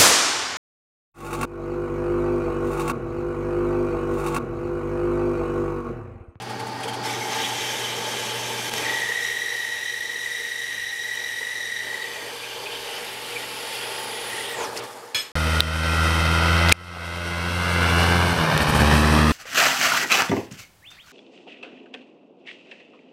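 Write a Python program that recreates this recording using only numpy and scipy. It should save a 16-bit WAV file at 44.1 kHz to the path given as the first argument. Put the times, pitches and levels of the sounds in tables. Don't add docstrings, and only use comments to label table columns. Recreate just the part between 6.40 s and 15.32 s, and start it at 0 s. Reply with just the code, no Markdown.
import sys
import numpy as np
from scipy import signal
from scipy.fft import rfft, irfft, next_fast_len
from scipy.io import wavfile
from scipy.ndimage import uniform_filter1d, map_coordinates

SR = 44100
rng = np.random.default_rng(int(sys.argv[2]) if len(sys.argv) > 2 else 0)


def dump(signal):
    limited = np.clip(np.atleast_2d(signal).T, -1, 1)
    pcm = np.round(limited * 32767).astype(np.int16)
    wavfile.write(sys.argv[1], SR, pcm)


N = 393318

# time in seconds, hum level in dB, frame level in dB.
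DRIVE_LEVELS = [(0, -41.5, -37), (.45, -40.5, -33.5), (1.05, -45.5, -33.5), (2.3, -45, -35),
                (2.4, -45.5, -33.5), (2.75, -56, -42), (3.7, -62, -47), (5.4, -62, -48.5), (5.46, -60, -43),
                (6.2, -59.5, -39.5), (8.16, -56, -36.5), (8.2, -53, -33), (8.26, -60, -34),
                (8.32, -56, -37), (8.45, -47, -36.5), (8.48, -58, -40.5), (8.55, -61, -42),
                (8.7, -72, -45.5)]
# time in seconds, share from 0 to 1.
LOAD = [(0, 0), (1.1, 0.02), (1.4, 0.52), (2.3, 0.59), (2.8, 1), (8.92, 0.87)]
# frequency in Hz, relative density in dB.
RUMBLE_COLOUR = [(24, -58), (40, -40), (65, -12), (85, -14), (108, 3), (135, -11), (168, -5.5), (231, 1.5),
                 (311, -4.5), (350, -1), (460, -32), (770, -120)]
# centre in Hz, width in Hz, relative gain running light in dB, under load in dB.
FRAME_MODES = [(221.4, 22, -5.5, -20.5), (281.8, 12, -5.5, -13), (359.6, 13.3, -2, -8.5),
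               (400.3, 26.5, -5, -4.5), (454.8, 23.2, 2.5, -1), (472.8, 24, -3.5, 0.5),
               (611, 112, -8.5, -10.5), (793, 26.5, -10, -6.5), (860, 31.6, 5, -4.5), (899.4, 47, -0.5, -5),
               (1133, 300, -14, -14), (1629, 134, -9, -13), (1790, 140, -19.5, -16.5), (2285, 69, -16, -27),
               (3300, 26, -30, -32), (4410, 94, -12.5, -20), (4860, 150, -14, -33)]
# frequency in Hz, relative density in dB.
WHIR_COLOUR = [(30, -41), (120, -14), (200, -15), (321, -8), (454, -9.5), (677, -8), (874, -4.5),
               (1280, -13.5), (4920, -19.5), (10400, -36), (15500, -57)]
# frequency in Hz, level against the frame running light in dB, under load in dB.
GEAR_TONES = [(280, -15.5, -43), (360, -20, -55), (476.5, -37, -3), (774, -4, -27), (803, -7, -42),
              (844, -9.5, -37), (891.5, -9, -16), (1026, -15, -48), (1210, -14, -70), (1643, -23, -60),
              (1870, -12.5, -50)]
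DRIVE_SWAY_DB, CUT_SWAY_DB = 1, 0.7

# start in seconds, low mode level in dB, upper modes level in dB.
KNOCKS = [(0.454, -26, -30), (2.403, -36, -37), (2.685, -31.5, -36), (5.006, -35, -36.5), (8.186, -27, -38),
          (8.204, -28, -27), (8.232, -36, -27), (8.279, -33, -40), (8.345, -31, -42), (8.381, -32, -33)]
# centre in Hz, width in Hz, relative gain in dB.
KNOCK_MODES = [(457, 28, 0), (937, 70, -2), (1440, 41, -6)]
# time in seconds, level in dB.
FLUTTER_LEVELS = [(0, -90), (2.25, -113), (2.3, -75), (3, -67), (5.5, -67), (6.3, -66), (6.8, -80),
                  (8.2, -68), (8.5, -88)]

# time in seconds, rasp level in dB, fizz level in dB.
CUT_LEVELS = [(0, -44.5, -55), (.62, -47, -56), (.655, -35.5, -40), (.8, -38.5, -47), (.87, -38.5, -43),
              (.93, -33, -41.5), (1.07, -33, -40), (1.15, -35, -42.5), (2.27, -35, -41), (2.31, -37, -42),
              (2.38, -30.5, -38.5), (2.55, -33, -39.5), (2.76, -36.5, -41.5), (3.7, -42, -44.5),
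              (5.4, -45, -46), (5.46, -40.5, -45), (6.2, -38.5, -46.5), (8.02, -35, -41.5),
              (8.25, -38.5, -43), (8.31, -53, -46), (8.39, -42, -41), (8.41, -41, -54), (8.44, -48, -44),
              (8.47, -47, -47.5), (8.7, -63, -54), (8.85, -57, -66)]
# time in seconds, kerf stage (0 touch to 4 late, held at 0 below that),
# level of the ringing modes over the broad rasp in dB.
DEPTH = [(0, -1, -12), (.85, 0.7, 1), (.95, 1.16, 1.5), (2.3, 1.43, 1.5), (2.8, 1.2, -3.5),
         (5.4, 2.5, -0.5), (5.8, 2, -0.5), (6.9, 3, -3.5), (7.4, 3.5, -2.5), (8.3, 4, -10), (8.92, 4, -12)]
# centre in Hz, width in Hz, relative gain in dB.
TOUCH_MODES = [(1660, 30, -3), (2240, 130, -2), (3070, 77, -12), (3240, 40, -5), (5360, 130, -3),
               (5800, 61, -7), (5950, 38, 0), (6270, 53, -2), (7170, 43, -7)]
SHALLOW_MODES = [(1643, 19, -1.5), (2060, 280, -6.5), (3105, 103, 3.5), (3177, 250, -1), (3836, 18, -1.5),
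                 (4460, 120, -18), (5400, 55, -4.5), (5700, 68, -6), (6340, 70, -4.5), (6790, 44, -9),
                 (7120, 130, -14)]
HALFWAY_MODES = [(1610, 45, 0), (2357, 40, 2.5), (2436, 76, -2.5), (2840, 240, -11), (3004, 34, 1),
                 (3073, 58, 0), (3154, 60, 0.5), (3460, 43, -1.5), (4560, 260, -11), (5270, 66, -12),
                 (6100, 45, -4), (6330, 60, -15)]
DEEP_MODES = [(1444, 47, 3), (1900, 45, -23), (2350, 140, 0.5), (2710, 200, -2), (3040, 180, 2.5),
              (3740, 48, -2), (4500, 630, -3), (5900, 250, -16), (6900, 58, -13)]
LATE_MODES = [(1406, 29, 3.5), (1915, 100, -2), (2425, 65, 2.5), (2780, 120, -2), (3270, 130, 2),
              (4430, 100, -8), (4890, 55, -18), (5770, 260, -13), (6930, 75, -14)]
# centre in Hz, width in Hz, relative gain in dB.
HIGH_SHALLOW_MODES = [(7660, 87, 8.5), (8520, 250, 0.5), (9820, 110, 2.5), (11500, 200, -0.5),
                      (12900, 300, -5)]
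HIGH_DEEP_MODES = [(8840, 130, 6), (9440, 55, 6), (11300, 85, 2), (13360, 160, -6)]
# frequency in Hz, relative density in dB.
RASP_COLOUR = [(530, -21.5), (900, -17), (1450, -11.5), (1740, -4.5), (1890, -1.5), (3060, -0.5),
               (3300, -1), (3500, -1), (8000, -32), (10400, -28), (17600, -120)]
FIZZ_COLOUR = [(2940, -47), (5000, -2), (5560, -4.5), (6510, -6.5), (6630, -3.5), (7330, -4.5), (7550, -5),
               (10600, -6), (11600, -10.5), (13800, -11.5), (15700, -23)]

# start in seconds, level in dB.
SCRAPES = [(0.015, -38.5), (0.092, -38.5), (0.193, -37.5), (0.266, -38.5), (0.312, -47), (0.4, -40),
           (0.4294, -33), (0.4773, -33.5), (0.531, -35.5), (0.633, -39), (8.19, -40), (8.235, -37),
           (8.359, -33), (8.434, -42)]
# start in seconds, level in dB, pitch in Hz.
CHIRPS = [(0.425, -34, 3240), (0.475, -35, 3180), (0.525, -39, 3200), (0.642, -32, 5330),
          (0.681, -32, 2250), (0.72, -32, 2190), (0.809, -31, 2170), (0.909, -41, 3000), (1.032, -25, 3240),
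          (1.437, -24, 3120), (1.88, -35, 3220), (2.422, -29, 2390), (4.735, -36, 3090), (5.73, -39, 2430),
          (5.775, -39, 2420), (6.024, -33, 2440), (6.105, -36, 2800), (6.257, -30, 2510),
          (6.305, -35, 3060), (6.348, -35, 3080), (6.5, -35, 3000), (6.555, -33, 3000),
          (6.953, -27.5, 2410), (7.44, -36, 2500), (8.03, -36, 3250), (8.2, -37, 2470),
          (8.415, -33.5, 1150), (8.49, -38, 1200), (8.555, -39, 870), (8.62, -43, 1250)]
# start in seconds, level in dB.
FLICKERS = [(7.3372, -45), (7.5812, -42), (7.6321, -45), (7.8294, -45), (7.8805, -42), (8.094, -43),
            (8.1204, -47)]
# start in seconds, level in dB.
TICKS = [(8.372, -28), (8.388, -36)]
SCRAPE_S, CHIRP_S, FLICKER_S, KNOCK_S, TICK_S = 0.026, 0.03, 0.025, 0.022, 0.0089

# centre in seconds, peak in dB before the band limit.
CLICKS = [(2.2958, -11), (2.33846, -5), (2.38113, -8), (2.4238, -19)]
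# start in seconds, depth in dB, return time in seconds.
DIP = (2.297, -5.5, 0.018)
# start in seconds, end in seconds, spacing in seconds.
REPEAT = (2.3, 8.2, 2048 / 48000)
COPY_GAINS = [.37, .3, .2, .14]

# time in seconds, level in dB, second partial in dB, third partial in dB.
SQUEAL_LEVELS = [(2.33, -55, -65, -70), (2.45, -28.5, -45, -57), (2.66, -27, -41, -47),
                 (2.85, -28, -39.5, -45), (3.8, -31, -40, -45.5), (5.2, -31, -40, -45.5),
                 (5.42, -30.5, -39.5, -45), (5.5, -31.5, -43, -52), (5.63, -36, -41, -64),
                 (5.67, -36.5, -60, -70), (5.9, -42, -65, -70), (5.95, -67, -70, -75)]
PARTIAL_WIDTHS = [150, 250, 380]
# centre in seconds, level in dB.
YELPS = [(7.02, -42), (7.45, -46), (7.76, -39), (7.97, -43), (8.12, -38)]
# start of the swell in seconds, level in dB before LUMP_SHARE.
LUMPS = [(2.4244, -21), (2.6884, -16), (2.7554, -16.5), (2.7726, -18), (2.824, -18), (3.411, -23),
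         (3.428, -18), (3.456, -17), (3.481, -22), (3.5374, -18), (3.5623, -19), (3.6077, -20),
         (3.6521, -16), (3.697, -19), (3.7394, -21), (3.7559, -19), (3.8122, -25), (3.8583, -18),
         (3.873, -19), (3.948, -19), (4.621, -20), (4.7125, -17), (4.838, -20), (5.014, -19), (5.1537, -20),
         (5.3218, -19), (5.3394, -24), (5.4301, -23), (5.458, -24), (5.5413, -19.5), (5.6181, -22),
         (5.6411, -19), (7.7503, -29), (7.9269, -24), (7.9633, -26), (7.9814, -25), (8.0054, -23),
         (8.108, -26), (8.1274, -28), (8.1419, -24)]
SQUEAL_HZ = 1916
YELP_DB_PER_S, YELP_SECOND_DB = 140, -26
OVERTONE_PULSE_DB, OVERTONE_PULSES_PER_S = 1.6, 24
THROB_HZ, THROB_SPREAD_HZ, THROB_DB = 45, 12, 1.3
LUMP_RISE_S, LUMP_S, LUMP_SHARE = 0.0044, 0.0051, 0.46
STEADY_S, LULL_DB, LULL_S = 0.07, -5, 0.011

# time in seconds, upper mode in Hz, its level in dB,
# lower mode in Hz, its level in dB.
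BRIDGE = [(5.4, 11500, -85, 4574, -85), (5.6, 11430, -61, 4600, -50), (6.3, 11300, -53, 4585, -47.5),
          (7, 11160, -48.5, 5040, -63), (7.6, 10600, -44, 4940, -43.5), (8.0, 9650, -41, 4330, -52),
          (8.12, 8820, -45, 3890, -55), (8.18, 7220, -44, 3354, -53), (8.23, 6630, -40, 2810, -51),
          (8.26, 5070, -40, 2500, -52), (8.28, 4000, -72, 2000, -59)]
# time in seconds, level of a 0 dB mode in dB before the peaks are flattened.
LANDING = (8.7465, -23.5)
# frequency in Hz, relative level in dB, time to fall 60 dB in seconds.
OFFCUT_MODES = [(520, -17, .25), (1270, -14, .4), (1747, -11, .4), (2285, -8, .27), (2403, -2, .26),
                (2453, -7, .2), (2968, -8, .35), (3335, -2, .2), (3357, 2, .21), (3612, -14, .3),
                (4144, -2, .24), (4210, -4, .2), (4840, -19, .4), (5178, -11, .3), (5195, -6, .37),
                (5486, -19, .25), (5932, -19, .3), (6577, -8, .28), (7127, -18, .45), (7725, -15, .4),
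                (8215, -21, .4), (8388, -12, .3), (9432, -26, .35), (10630, -16, .36), (11130, -26, .35),
                (11780, -14, .38), (11890, -24, .5), (12020, -28, .4), (12610, -30, .35), (13860, -32, .35),
                (14250, -19, .33), (14560, -38, .4)]
BAND_LIMIT_HZ = 15750


def amp(db):
    return 10 ** (np.asarray(db) / 20)


def unit(x):
    return x / np.sqrt(np.mean(np.abs(x) ** 2) + 1e-20)


def white():
    return rng.standard_normal(N)


def curves(rows):
    s, *columns = np.transpose(rows)
    return [np.interp(np.arange(N) / SR, s, column) for column in columns]


def wobble(rate):
    knots = rng.standard_normal(int(N * rate / SR) + 4)
    return map_coordinates(knots, [np.arange(N) * rate / SR])


def filtered(x, response):
    m = next_fast_len(N + SR // 2)
    return irfft(rfft(x, m) * response(np.fft.rfftfreq(m, 1 / SR)), m)[:N]


def colour(points):
    f, db = np.transpose(points)
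    return lambda hz: amp(np.interp(np.log(hz + 1), np.log(f + 1), db))


def modes(rows):
    def response(f):
        return sum((-1) ** k * amp(db) * 1j * f * width / (hz * hz - f * f + 1j * f * width)
                   for k, (hz, width, db) in enumerate(rows))
    return response


def patchy(patchy_db):
    z = signal.stft(rng.standard_normal(N + 512), nperseg=512)[2]
    across_frequency = uniform_filter1d(rng.standard_normal(z.shape), 5, 0)
    field = uniform_filter1d(across_frequency, 8, 1)
    return signal.istft(z * amp(patchy_db * unit(field)), nperseg=512)[1][:N]


def bursts(rows, rise, length):
    out, age = np.zeros(N + SR), np.arange(SR // 4) / SR
    shape = (1 - np.exp(-age / rise)) * np.exp(-(age / length) ** 2)
    for s, db, *_ in rows:
        out[round(s * SR):][:len(age)] += amp(db) * shape
    return out[:N]


def narrow(hz, width_hz):
    slow = lambda: filtered(white(), lambda f: 1 / (1 + (2 * f / width_hz) ** 2))
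    phase = 2 * np.pi * np.cumsum(hz) / SR
    return unit(slow() * np.cos(phase) + slow() * np.sin(phase))


def steady(x, span_s):
    power = np.abs(uniform_filter1d(x ** 2, round(span_s * SR)))
    return x / np.sqrt(power + 0.01)


def blend(a, b, share):
    share = np.clip(share, 0, 1)
    return np.sqrt(1 - share) * unit(a) + np.sqrt(share) * unit(b)


def motor_hum():
    level_db = curves(DRIVE_LEVELS)[0] + DRIVE_SWAY_DB * wobble(8.9)
    phase = 2 * np.pi * 120.1 * np.arange(N) / SR + 0.098 * wobble(4.5)
    hum = np.sqrt(2) * amp(0.82 * wobble(6.1)) * np.sin(phase)
    rumble = amp(-3.5) * unit(filtered(patchy(0.5), colour(RUMBLE_COLOUR)))
    return amp(level_db) * (hum + rumble)


def frame():
    level_db = curves(DRIVE_LEVELS)[1] + DRIVE_SWAY_DB * wobble(7.3)
    load = np.clip(curves(LOAD)[0], 0, 1)
    light = modes([(hz, width, light_db) for hz, width, light_db, _ in FRAME_MODES])
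    loaded = modes([(hz, width, loaded_db) for hz, width, _, loaded_db in FRAME_MODES])
    ringing = blend(filtered(patchy(0.8), light), filtered(patchy(1.2), loaded), load)
    whir = amp(-4.0) * unit(filtered(patchy(1.0), colour(WHIR_COLOUR)))
    turn = 2 * np.pi * np.arange(N) / SR
    gears = np.zeros(N)
    for hz, light_db, loaded_db in GEAR_TONES:
        gear_db = light_db + (loaded_db - light_db) * load + 2.4 * wobble(23.7)
        gears += amp(gear_db) * np.sin(hz * turn + 0.4 * wobble(15.7))
    return amp(level_db) * (ringing + whir + gears)


def knocks():
    out = np.zeros(N)
    for k, rows in enumerate((KNOCK_MODES[:1], KNOCK_MODES[1:])):
        envelope = bursts([(s, db[k]) for s, *db in KNOCKS], 0.0086, KNOCK_S)
        out += envelope * steady(unit(filtered(white(), modes(rows))), KNOCK_S)
    return out


def flutter():
    lumpy = amp(3.4 * wobble(15)) * white()
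    low = unit(filtered(lumpy, colour([(15, -8), (40, 3), (90, 2), (200, -28)])))
    return amp(curves(FLUTTER_LEVELS)[0]) * low


def jolts():
    return patchy(1.1) * amp(1.5 * wobble(900) + 0.9 * wobble(30))


def radiated(rows, corner_hz):
    return lambda f: modes(rows)(f) * f / (f + 1j * corner_hz)


def teeth():
    rasp_db, fizz_db = curves(CUT_LEVELS) + CUT_SWAY_DB * wobble(7.4)
    stage, clear_db = curves(DEPTH)
    drives = jolts(), jolts()
    rasp = np.zeros(N)
    for k, rows in enumerate((TOUCH_MODES, SHALLOW_MODES, HALFWAY_MODES, DEEP_MODES, LATE_MODES)):
        nearness = np.clip(1 - np.abs(np.clip(stage, 0, 4) - k), 0, 1)
        rasp += np.sqrt(nearness) * unit(filtered(drives[k % 2], radiated(rows, 1500)))
    broad = amp(-0.5) * unit(filtered(patchy(2.03), colour(RASP_COLOUR)))
    spray = patchy(1.6) * amp(2.8 * wobble(1500) + 0.6 * wobble(25))
    fizz = unit(filtered(spray, colour(FIZZ_COLOUR)))
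    chips_shallow = filtered(jolts(), radiated(HIGH_SHALLOW_MODES, 8000))
    chips_deep = filtered(jolts(), radiated(HIGH_DEEP_MODES, 8000))
    chips = blend(chips_shallow, chips_deep, (stage - 1) / 2.2)
    return amp(rasp_db) * (amp(clear_db) * rasp + broad) + amp(fizz_db) * (fizz + amp(clear_db - 4.5) * chips)


def scrapes():
    points = [(300, -40), (2000, 3.0), (7000, -7.5), (10000, -6), (12500, -16), (15500, -28)]
    return bursts(SCRAPES, 0.0035, SCRAPE_S) * unit(filtered(white(), colour(points)))


def chirps():
    s, _, hz = np.transpose(CHIRPS)
    latest = np.searchsorted(s, np.arange(N) / SR) - 1
    pitch = hz[np.clip(latest, 0, None)]
    return bursts(CHIRPS, 0.008, CHIRP_S) * narrow(pitch, 280)


def clicks():
    t = np.arange(N) / SR
    return sum(amp(db) * np.exp(-((t - s) / 2.3e-5) ** 2) for s, db in CLICKS)


def dip():
    s, db, back = DIP
    age = np.arange(N) / SR - s
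    return amp(db * (age > 0) * np.exp(-(age / back) ** 2))


def repeats(x):
    start, end, spacing = REPEAT

    def comb(f):
        return 1 + sum(g * np.exp(-2j * np.pi * f * spacing * (k + 1)) for k, g in enumerate(COPY_GAINS))

    t = np.arange(N) / SR
    on = np.clip(np.minimum(t - start, end - t) / 0.08, 0, 1)
    repeated = filtered(x, comb) / np.sqrt(1 + np.sum(np.square(COPY_GAINS)))
    return (1 - on) * x + on * repeated


def squeal():
    t = np.arange(N) / SR
    on = (t > SQUEAL_LEVELS[0][0]) & (t < SQUEAL_LEVELS[-1][0])
    first, second, third = (on * amp(db) for db in curves(SQUEAL_LEVELS))
    yelps = sum(amp(db - YELP_DB_PER_S * np.abs(t - s)) for s, db in YELPS)
    pulse = amp(OVERTONE_PULSE_DB * wobble(OVERTONE_PULSES_PER_S))
    near_lump = sum(np.exp(-((t - s - LUMP_RISE_S / 2) / LULL_S) ** 2) for s, _ in LUMPS)
    lull = amp(LULL_DB * np.clip(near_lump, 0, 1))
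    gains = lull * (first + yelps), pulse * second + amp(YELP_SECOND_DB) * yelps, pulse * third
    throb = amp(THROB_DB * narrow(np.full(N, THROB_HZ), THROB_SPREAD_HZ))
    out = np.zeros(N)
    for k, (gain, width) in enumerate(zip(gains, PARTIAL_WIDTHS)):
        partial = throb * narrow(np.full(N, (k + 1) * SQUEAL_HZ), width)
        out += gain * steady(repeats(partial), STEADY_S)
    return out


def lumps():
    t = np.arange(N) / SR
    tone = np.sin(2 * np.pi * SQUEAL_HZ * t + 2.2 * wobble(60))
    swells = sum(amp(db) * np.exp(-((t - s - LUMP_RISE_S) / LUMP_S) ** 2) for s, db in LUMPS)
    return LUMP_SHARE * unit(tone) * swells


def bridge():
    upper_hz, upper_db, lower_hz, lower_db = curves(BRIDGE)
    return amp(upper_db) * narrow(upper_hz, 1100) + amp(lower_db) * narrow(lower_hz, 430)


def flickers():
    return bursts(FLICKERS, 0.006, FLICKER_S) * unit(filtered(white(), modes([(13760, 1700, 0)])))


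def ticks():
    points = [(3000, -30), (4400, 5), (8500, -10), (15500, -18)]
    return bursts(TICKS, 0.0015, TICK_S) * unit(filtered(white(), colour(points)))


def offcut():
    s, db = LANDING
    start = round(s * SR)
    t = np.arange(N - start) / SR
    knots = np.arange(0, 0.3, 0.012)

    def waver():
        return np.minimum(2.5 + 80 * t, 5) * np.interp(t, knots, rng.standard_normal(len(knots)))

    def fall(t60):
        return amp(-60 * t / t60)

    ring = np.zeros(len(t))
    for hz, level, t60 in OFFCUT_MODES:
        rise = 1 - np.exp(-t / (0.008 * (hz / 10000) ** 3))
        ring += amp(level + waver()) * fall(t60) * rise * np.cos(2 * np.pi * hz * t + waver() / 8)
    crack = 0.5 * fall(0.08) * rng.standard_normal(len(t))
    thud = 0.18 * fall(0.074) * np.sin(2 * np.pi * 105 * t)
    points = [(60, -22), (1000, -12.5), (3000, -7), (5000, -14.5), (9000, -23), (15000, -40)]
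    shop = unit(filtered(white(), colour(points)))[start:]
    tail = 0.74 * fall(0.42) * shop
    return np.pad(amp(db) * (ring + crack + thud + tail), (start, 0))


def gain_control(clang):
    follow = np.abs(filtered(clang ** 2, lambda f: 1 / (1 + 1j * f / 0.8)))
    return 1 / np.sqrt(1 + follow / amp(-32.5) ** 2)


def scene():
    machine = motor_hum() + frame() + knocks() + flutter()
    cutting = teeth() + bridge()
    contacts = scrapes() + chirps() + flickers() + ticks()
    saw = dip() * (repeats(machine + cutting) + squeal()) + lumps() + contacts + clicks()
    clang = offcut()
    flattened = clang / (1 + np.abs(clang / 0.15) ** 6) ** (1 / 6)
    return (saw * gain_control(clang) + flattened)[None]


def record(dry):
    return filtered(dry[0], lambda hz: hz < BAND_LIMIT_HZ)[None]


dry = scene()
out = record(dry)
dump(out)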